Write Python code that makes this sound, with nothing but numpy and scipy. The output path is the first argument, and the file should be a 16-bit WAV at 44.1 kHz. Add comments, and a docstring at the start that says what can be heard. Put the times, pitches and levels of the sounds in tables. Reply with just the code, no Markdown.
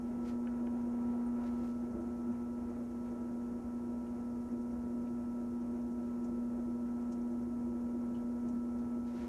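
"""A steady hum and rumble fill a small studio, with a rustle of cloth, two knocks and soft wet ticks.
An electric potter's wheel makes the hum: its motor sings on multiples of twice the mains frequency.
Its drive shakes the frame, which now and then shudders; belt and bearings add a broad rush.
The potter leans aside and back with rustling sleeves, knocks a wooden tool and touches wet clay.
A tape camera close by adds hiss, a faint whine and a soft chirr."""
import sys
import numpy as np
from scipy.fft import rfft, irfft, next_fast_len
from scipy.io import wavfile
from scipy.ndimage import map_coordinates

SR = 44100
rng = np.random.default_rng(int(sys.argv[2]) if len(sys.argv) > 2 else 0)


def generate_wav(signal):
    """Clip the signal to [-1, 1] and save it as 16-bit WAV at the path in sys.argv[1]."""
    frames = np.transpose(np.atleast_2d(signal))
    scaled = np.clip(frames, -1, 1) * 32767
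    pcm = np.round(scaled).astype(np.int16)
    wavfile.write(sys.argv[1], SR, pcm)


N = 409248

# the potter leans out to the side and back: t/s, lean (0 to 1)
LEAN = [(.1, 0), (.7, 0.74), (1.1, 0.89), (1.45, 0.66), (1.8, 0)]
# the wheel judders in its frame: t/s, ring level/dB before a shared trim, bell width/s, hum change/dB
JUDDER = [(1.09, -46, 0.02, 1.5), (1.963, -46, 0.067, -1), (2.31, -48, 0.013, 3.5), (3.59, -45, 0.037, -2),
          (4.063, -51, 0.033, -1.5), (4.49, -48, .012, -3.5), (4.528, -51, 0.011, 4), (5.878, -47, .05, 0),
          (8.5, -44, 0.074, -1)]


def amp(db):
    """Turn decibels into gain."""
    return 10 ** (np.asarray(db) / 20)


def unit(x):
    """Scale to rms 1."""
    return x / np.sqrt(np.mean(x ** 2) + 1e-20)


def clock():
    """Time of each sample in seconds."""
    return np.arange(N) / SR


def along(points, hz):
    """Gain read from (f/Hz, level/dB) points joined on a log frequency axis."""
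    f, db = np.transpose(points)
    return amp(np.interp(np.log(hz + 1), np.log(f + 1), db))


def curves(rows):
    """One value per sample for each column after the time."""
    s, *cols = np.transpose(rows)
    return [np.interp(clock(), s, c) for c in cols]


def wobble(rate):
    """A smooth random curve with the given number of knots a second."""
    knots = rng.standard_normal(int(N * rate / SR) + 4)
    return map_coordinates(knots, [clock() * rate])


def filtered(x, response):
    """Filter x by a gain that depends on frequency."""
    m = next_fast_len(N + SR // 2)  # spare room at the end
    spectrum = rfft(x, m) * response(np.fft.rfftfreq(m, 1 / SR))
    return irfft(spectrum, m)[:N]


def noise(response):
    """Noise whose density per Hz is the response."""
    return filtered(rng.standard_normal(N) * np.sqrt(SR / 2), response)


def hump(hz, centre, width):
    """Gain of a resonance: 1 at the centre, half of that one width away."""
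    return 1 / (1 + ((hz - centre) / width) ** 2)


def tone(hz):
    """A sine of rms 1 and random phase."""
    return np.sqrt(2) * np.sin(2 * np.pi * (hz * clock() + rng.random()))


def swells(rows):
    """Sum of bell-shaped envelopes from (t/s, level/dB, width/s) rows."""
    return sum(amp(db) * np.exp(-.5 * ((clock() - s) / width) ** 2) for s, db, width in rows)


def surges():
    """Level change of the hum in dB while the wheel judders."""
    return sum(change_db * swells([(s, 0, width)]) for s, _, width, change_db in JUDDER)


def motor(mid_db=3.5, upper_db=3.5, main_db=0.86, flutter_db=.25, waver_db=.5, wander_db=0.5):
    """Iron flexes twice a mains cycle; the housing favours its harmonics 2, 8 and 11, leaning lifts 2 and 8."""
    # slow drift of the main hum: t/s, level/dB before the changes below
    hum_drift = [(0, -40), (1.7, -39), (2.8, -41.5), (4, -40.5), (4.3, -40.5), (6.7, -38.5), (9, -38.4),
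                 (9.28, -41)]
    # highest strong line: t/s, level/dB before the changes below
    top_line = [(0, -67.5), (.3, -66.5), (.7, -69.5), (1.55, -67), (2.5, -66.5), (4.3, -70), (7.8, -69.5),
                (9, -66.5), (9.28, -71.5)]
    # weaker lines: multiple of twice the mains, level/dB against the mean of the two upper lines
    buzz_lines = [(6, -4.5), (7, -1.5), (12, -14.5), (14, -17)]
    # steady low lines of motor and drive: f/Hz, level/dB rms before a slight waver
    drone_lines = [(30, -73), (36, -73.5), (59, -63.5), (90, -65.5), (120, -65.5), (183, -69), (277, -65.5),
                   (360, -58), (480, -62.5)]
    flex_hz = 2 * 60  # twice the mains frequency
    lean_hum_db, lean_mid_db = 3.5, 5  # leaning opens the path from the motor
    (lean,), (hum_db,), (top_db,) = curves(LEAN), curves(hum_drift), curves(top_line)

    dip_db = -5 * swells([(2.85, 0, .07)])  # the upper lines dip briefly
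    mid_line_db = -68.5 + lean_mid_db * lean + dip_db
    top_db = top_db + dip_db + wander_db * wobble(3.9)

    def line(db, order):
        """One harmonic of the flexing at a changing level."""
        return amp(db) * tone(order * flex_hz)

    hum_db = hum_db + lean_hum_db * lean + surges() + main_db + flutter_db * wobble(20)
    hum = line(hum_db, order=2)
    middle = line(mid_line_db + mid_db + waver_db * wobble(4.3), order=8)
    top = line(top_db + upper_db + waver_db * wobble(5), order=11)
    mean_db = (mid_line_db + top_db) / 2
    buzz = sum(line(mean_db + db + waver_db * wobble(7), round(k)) for k, db in buzz_lines)
    drone = sum(amp(db + waver_db * wobble(12)) * tone(hz) for hz, db in drone_lines)
    return hum + middle + top + buzz + drone


def turning(turn_hz=2.3, peak_s=.16):
    """Swings from 1 to -1 and back once in each turn of the wheel."""
    return np.cos(2 * np.pi * turn_hz * (clock() - peak_s))


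def standing_waves(hz, spacing_hz=16, ripple_db=2.27):
    """The small room lifts some frequencies and hollows out their neighbours."""
    knots = rng.standard_normal(SR // 4)
    return amp(ripple_db * map_coordinates(knots, [hz / spacing_hz], mode="wrap"))


def drive(turn_db=0.55, rush_turn_db=0.44, uneven_db=0.95, grit_db=1.1):
    """Belt and bearings shake the frame, harder once a turn; their rush opens up as the potter leans."""
    # the drive bumps and shakes the frame harder: t/s, added gain/dB against the steady 1, bell width/s
    bumps = [(1.96, -1.5, .05), (2.31, -9, 0.02), (6.3, -10, 0.061)]
    # resonances of frame, wheel head and splash pan: f/Hz, width/Hz, density/dB per Hz against the rumble
    resonances = [(68.3, 17.7, -21.5), (119.5, 12, -28.5), (221.8, 32.5, -20), (267, 19, -21.5),
                  (340.7, 16.8, -15), (416.5, 22, -29.5), (485, 35, -30.5), (588.5, 11.9, -20.5),
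                  (623, 23, -27.5), (1140, 9.2, -53), (1315.5, 14, -38.5)]
    # broad rush of belt and bearings: f/Hz, density/dB per Hz against the rush level
    rush_colour = [(15, -40), (45, -30), (165, -26.5), (400, -25.5), (800, -29), (1000, -34), (1330, -36),
                   (1520, -39.5), (1850, -44), (2250, -46.5), (3000, -55), (4500, -71)]
    # level of the rush: t/s, level/dB before lean, turning and grit
    rush_level = [(0, -60), (2.6, -59.5), (4, -61), (5.6, -61.5), (7.3, -60.5), (9.28, -61)]
    rumble_db, lean_rumble_db, lean_rush_db = -51.5, -0.5, 2.5
    (lean,), (rush_db,) = curves(LEAN), curves(rush_level)

    load = amp(turn_db * turning() + uneven_db * wobble(12)) * (1 + swells(bumps))
    frame = noise(lambda hz: np.sqrt(sum((amp(db) * hump(hz, c, w)) ** 2 for c, w, db in resonances)))
    rumble = load * amp(rumble_db + lean_rumble_db * lean) * frame

    rush = noise(lambda hz: along(rush_colour, hz) * standing_waves(hz))
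    rush_db = rush_db + lean_rush_db * lean + rush_turn_db * turning() + grit_db * wobble(18)
    return rumble + amp(rush_db) * rush


def camera(chirr_db=-83.5, low_hz=5620, high_hz=6420, chirr_width_hz=330,
           reel_hz=10.0, roller_hz=9.6, depth_db=2.5):
    """Microphone hiss, the whine of the tape drive and a soft chirr from two small turning parts."""
    # microphone hiss: f/Hz, density/dB per Hz
    hiss_colour = [(1000, -120), (3700, -117), (5000, -115), (6200, -113.5), (8000, -114.5), (12100, -115),
                   (12600, -121), (12900, -135)]
    # whine of the tape drive: f/Hz, level/dB rms
    whine_lines = [(2697, -90.5), (5394, -81.5), (5696, -97), (6293, -89), (6743, -89), (7192, -93),
                   (7642, -95), (8092, -88), (9441, -93), (10789, -88)]
    hiss = noise(lambda hz: along(hiss_colour, hz))
    whine = sum(amp(db) * tone(hz) for hz, db in whine_lines)
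    # each part rubs once a turn and, more strongly, twice a turn
    rub = sum(.5 * tone(hz) + tone(2 * hz) for hz in (reel_hz, roller_hz))

    def shell(hz):
        """Two resonances that colour the chirr."""
        return np.hypot(hump(hz, low_hz, chirr_width_hz), hump(hz, high_hz, chirr_width_hz))

    chirr = unit(noise(shell) * amp(depth_db * rub))
    return hiss + whine + amp(chirr_db) * chirr


def sleeve(grain_db=1.4, catch_db=0.9, pivot_hz=3000):
    """Cloth slides over cloth in many tiny catches; each stroke swells and fades with its own brightness."""
    # sleeve strokes: t/s, level/dB rms at the height before the catches, width/s, brightness/dB per octave
    strokes = [(.08, -71.5, 0.021, -2), (0.285, -61.5, 0.025, 1), (1.1, -78, .065, 1),
               (1.467, -65.5, .033, -1), (1.643, -69.5, .085, 2.5), (3.07, -70, .021, -3),
               (6.08, -72, .035, -4), (9.09, -68, .02, 0), (9.205, -62, 0.053, -1)]
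    # colour of the cloth: f/Hz, level/dB
    cloth_colour = [(500, -15), (1500, 5.5), (2200, 4.5), (3500, -2.5), (6000, -4), (8500, -12.5),
                    (12500, -16)]
    out = np.zeros(N)
    for s, db, width, tilt_db in strokes:
        def colour(hz):
            """The cloth's colour, tilted around the pivot."""
            octaves = np.log2(np.maximum(hz, 500) / pivot_hz)
            return along(cloth_colour, hz) * amp(tilt_db * octaves)

        swell = 1 / np.cosh(np.clip((clock() - s) / width, -20, 20))
        out += amp(db) * unit(noise(colour)) * swell
    catches = unit(amp(grain_db * wobble(300) + catch_db * wobble(50)))
    return out * catches


def knocks(click_hz=2300, click_width_hz=650, click_t60=.035, thud_hz=480, thud_width_hz=220, thud_t60=0.088):
    """A light wooden tool is knocked: a dull click, a short ring and a thud of the bench."""
    # knocks as the hand takes up a tool: t/s, base level/dB, click/dB and low thud/dB against the base
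    blows = [(0.471, -51, -8, -4), (.669, -54, -5, 8)]
    # ring of the tool: f/Hz, level/dB against the base, time to fall 60 dB/s
    tool_modes = [(520, -3, 0.067), (720, -3, .06), (1510, 1, 0.053), (1690, -3, .05), (2140, -12, 0.036),
                  (2490, -13, .04), (2910, -11, 0.044)]
    ring, click, thud = np.zeros((3, N))
    for s, db, click_db, thud_db in blows:
        t = np.maximum(clock() - s, 0)
        blow = amp(db) * (1 - np.exp(-t / 0.0005))  # silent before the knock, then a fast rise
        for hz, level, t60 in tool_modes:
            wave = np.sin(2 * np.pi * (hz * t + rng.random()))
            ring += blow * amp(level - 60 * t / t60) * wave
        click += blow * amp(click_db - 60 * t / click_t60)
        thud += blow * amp(thud_db - 60 * t / thud_t60)
    click_noise = unit(noise(lambda hz: hump(hz, click_hz, click_width_hz)))
    thud_noise = unit(noise(lambda hz: hump(hz, thud_hz, thud_width_hz)))
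    return ring + click * click_noise + thud * thud_noise


def judder(ring_hz=238, width_hz=32, level_db=-2):
    """Brief shudders ring the frame close to the hum and beat against it."""
    shudders = swells([(s, db, width) for s, db, width, _ in JUDDER])
    return amp(level_db) * shudders * unit(noise(lambda hz: hump(hz, ring_hz, width_hz)))


def ticks(attack_s=0.0016, smack_db=-3, smack_hz=2400, smack_width_hz=2200):
    """Each wet contact is a quickly dying burst around its own pitch, over a weaker broad smack."""
    # fingers on wet clay: t/s, level/dB before attack and decay, f/Hz, width/octaves, time to fall 60 dB/s
    contacts = [(1.264, -63, 9050, .07, 0.061), (2.969, -70, 2200, .6, 0.066), (4.064, -67, 2600, .18, 0.1),
                (5.069, -67, 2400, .2, .1), (6.24, -63, 6400, .22, 0.11), (7.12, -58, 6570, 0.3, 0.096),
                (8.142, -65, 2950, 0.1, 0.18), (8.484, -62, 6620, 0.24, .09), (8.785, -70, 5000, .5, .13)]
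    out = np.zeros(N + SR)
    t = np.arange(SR // 4) / SR
    hz = np.fft.rfftfreq(len(t), 1 / SR) + 1  # the 1 keeps the logarithm finite
    for s, db, pitch, octaves, t60 in contacts:
        own = np.exp(-.5 * (np.log2(hz / pitch) / octaves) ** 2)
        smack = amp(smack_db) * np.sqrt(abs(octaves)) * hump(hz, smack_hz, smack_width_hz)
        burst = unit(irfft(rfft(rng.standard_normal(len(t))) * (own + smack), len(t)))
        envelope = amp(db - 60 * t / t60) * (1 - np.exp(-t / attack_s))
        out[round(s * SR):][:len(t)] += burst * envelope
    return out[:N]


def scene():
    """Wheel, potter and camera in one channel."""
    wheel = motor() + drive() + judder()
    potter = sleeve() + knocks() + ticks()
    return (wheel + potter + camera())[None]


def record(dry, even_depth=0.61, odd_depth=0.35, notch_width_hz=13, comb_hz=299.7, top_hz=12860):
    """The camera cuts a comb of narrow notches, every second one deeper, and keeps nothing from top_hz up."""
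    def response(hz):
        """Gain of the notches and the band limit."""
        tooth = np.maximum(np.round(hz / comb_hz), 1)  # number of the nearest notch
        depth = np.minimum(np.where(tooth % 2, odd_depth, even_depth), 1)
        notches = 1 - depth * hump(hz, tooth * comb_hz, notch_width_hz)
        return notches * (hz < top_hz)
    return filtered(dry[0], response)[None]


dry = scene()
out = record(dry)
generate_wav(out)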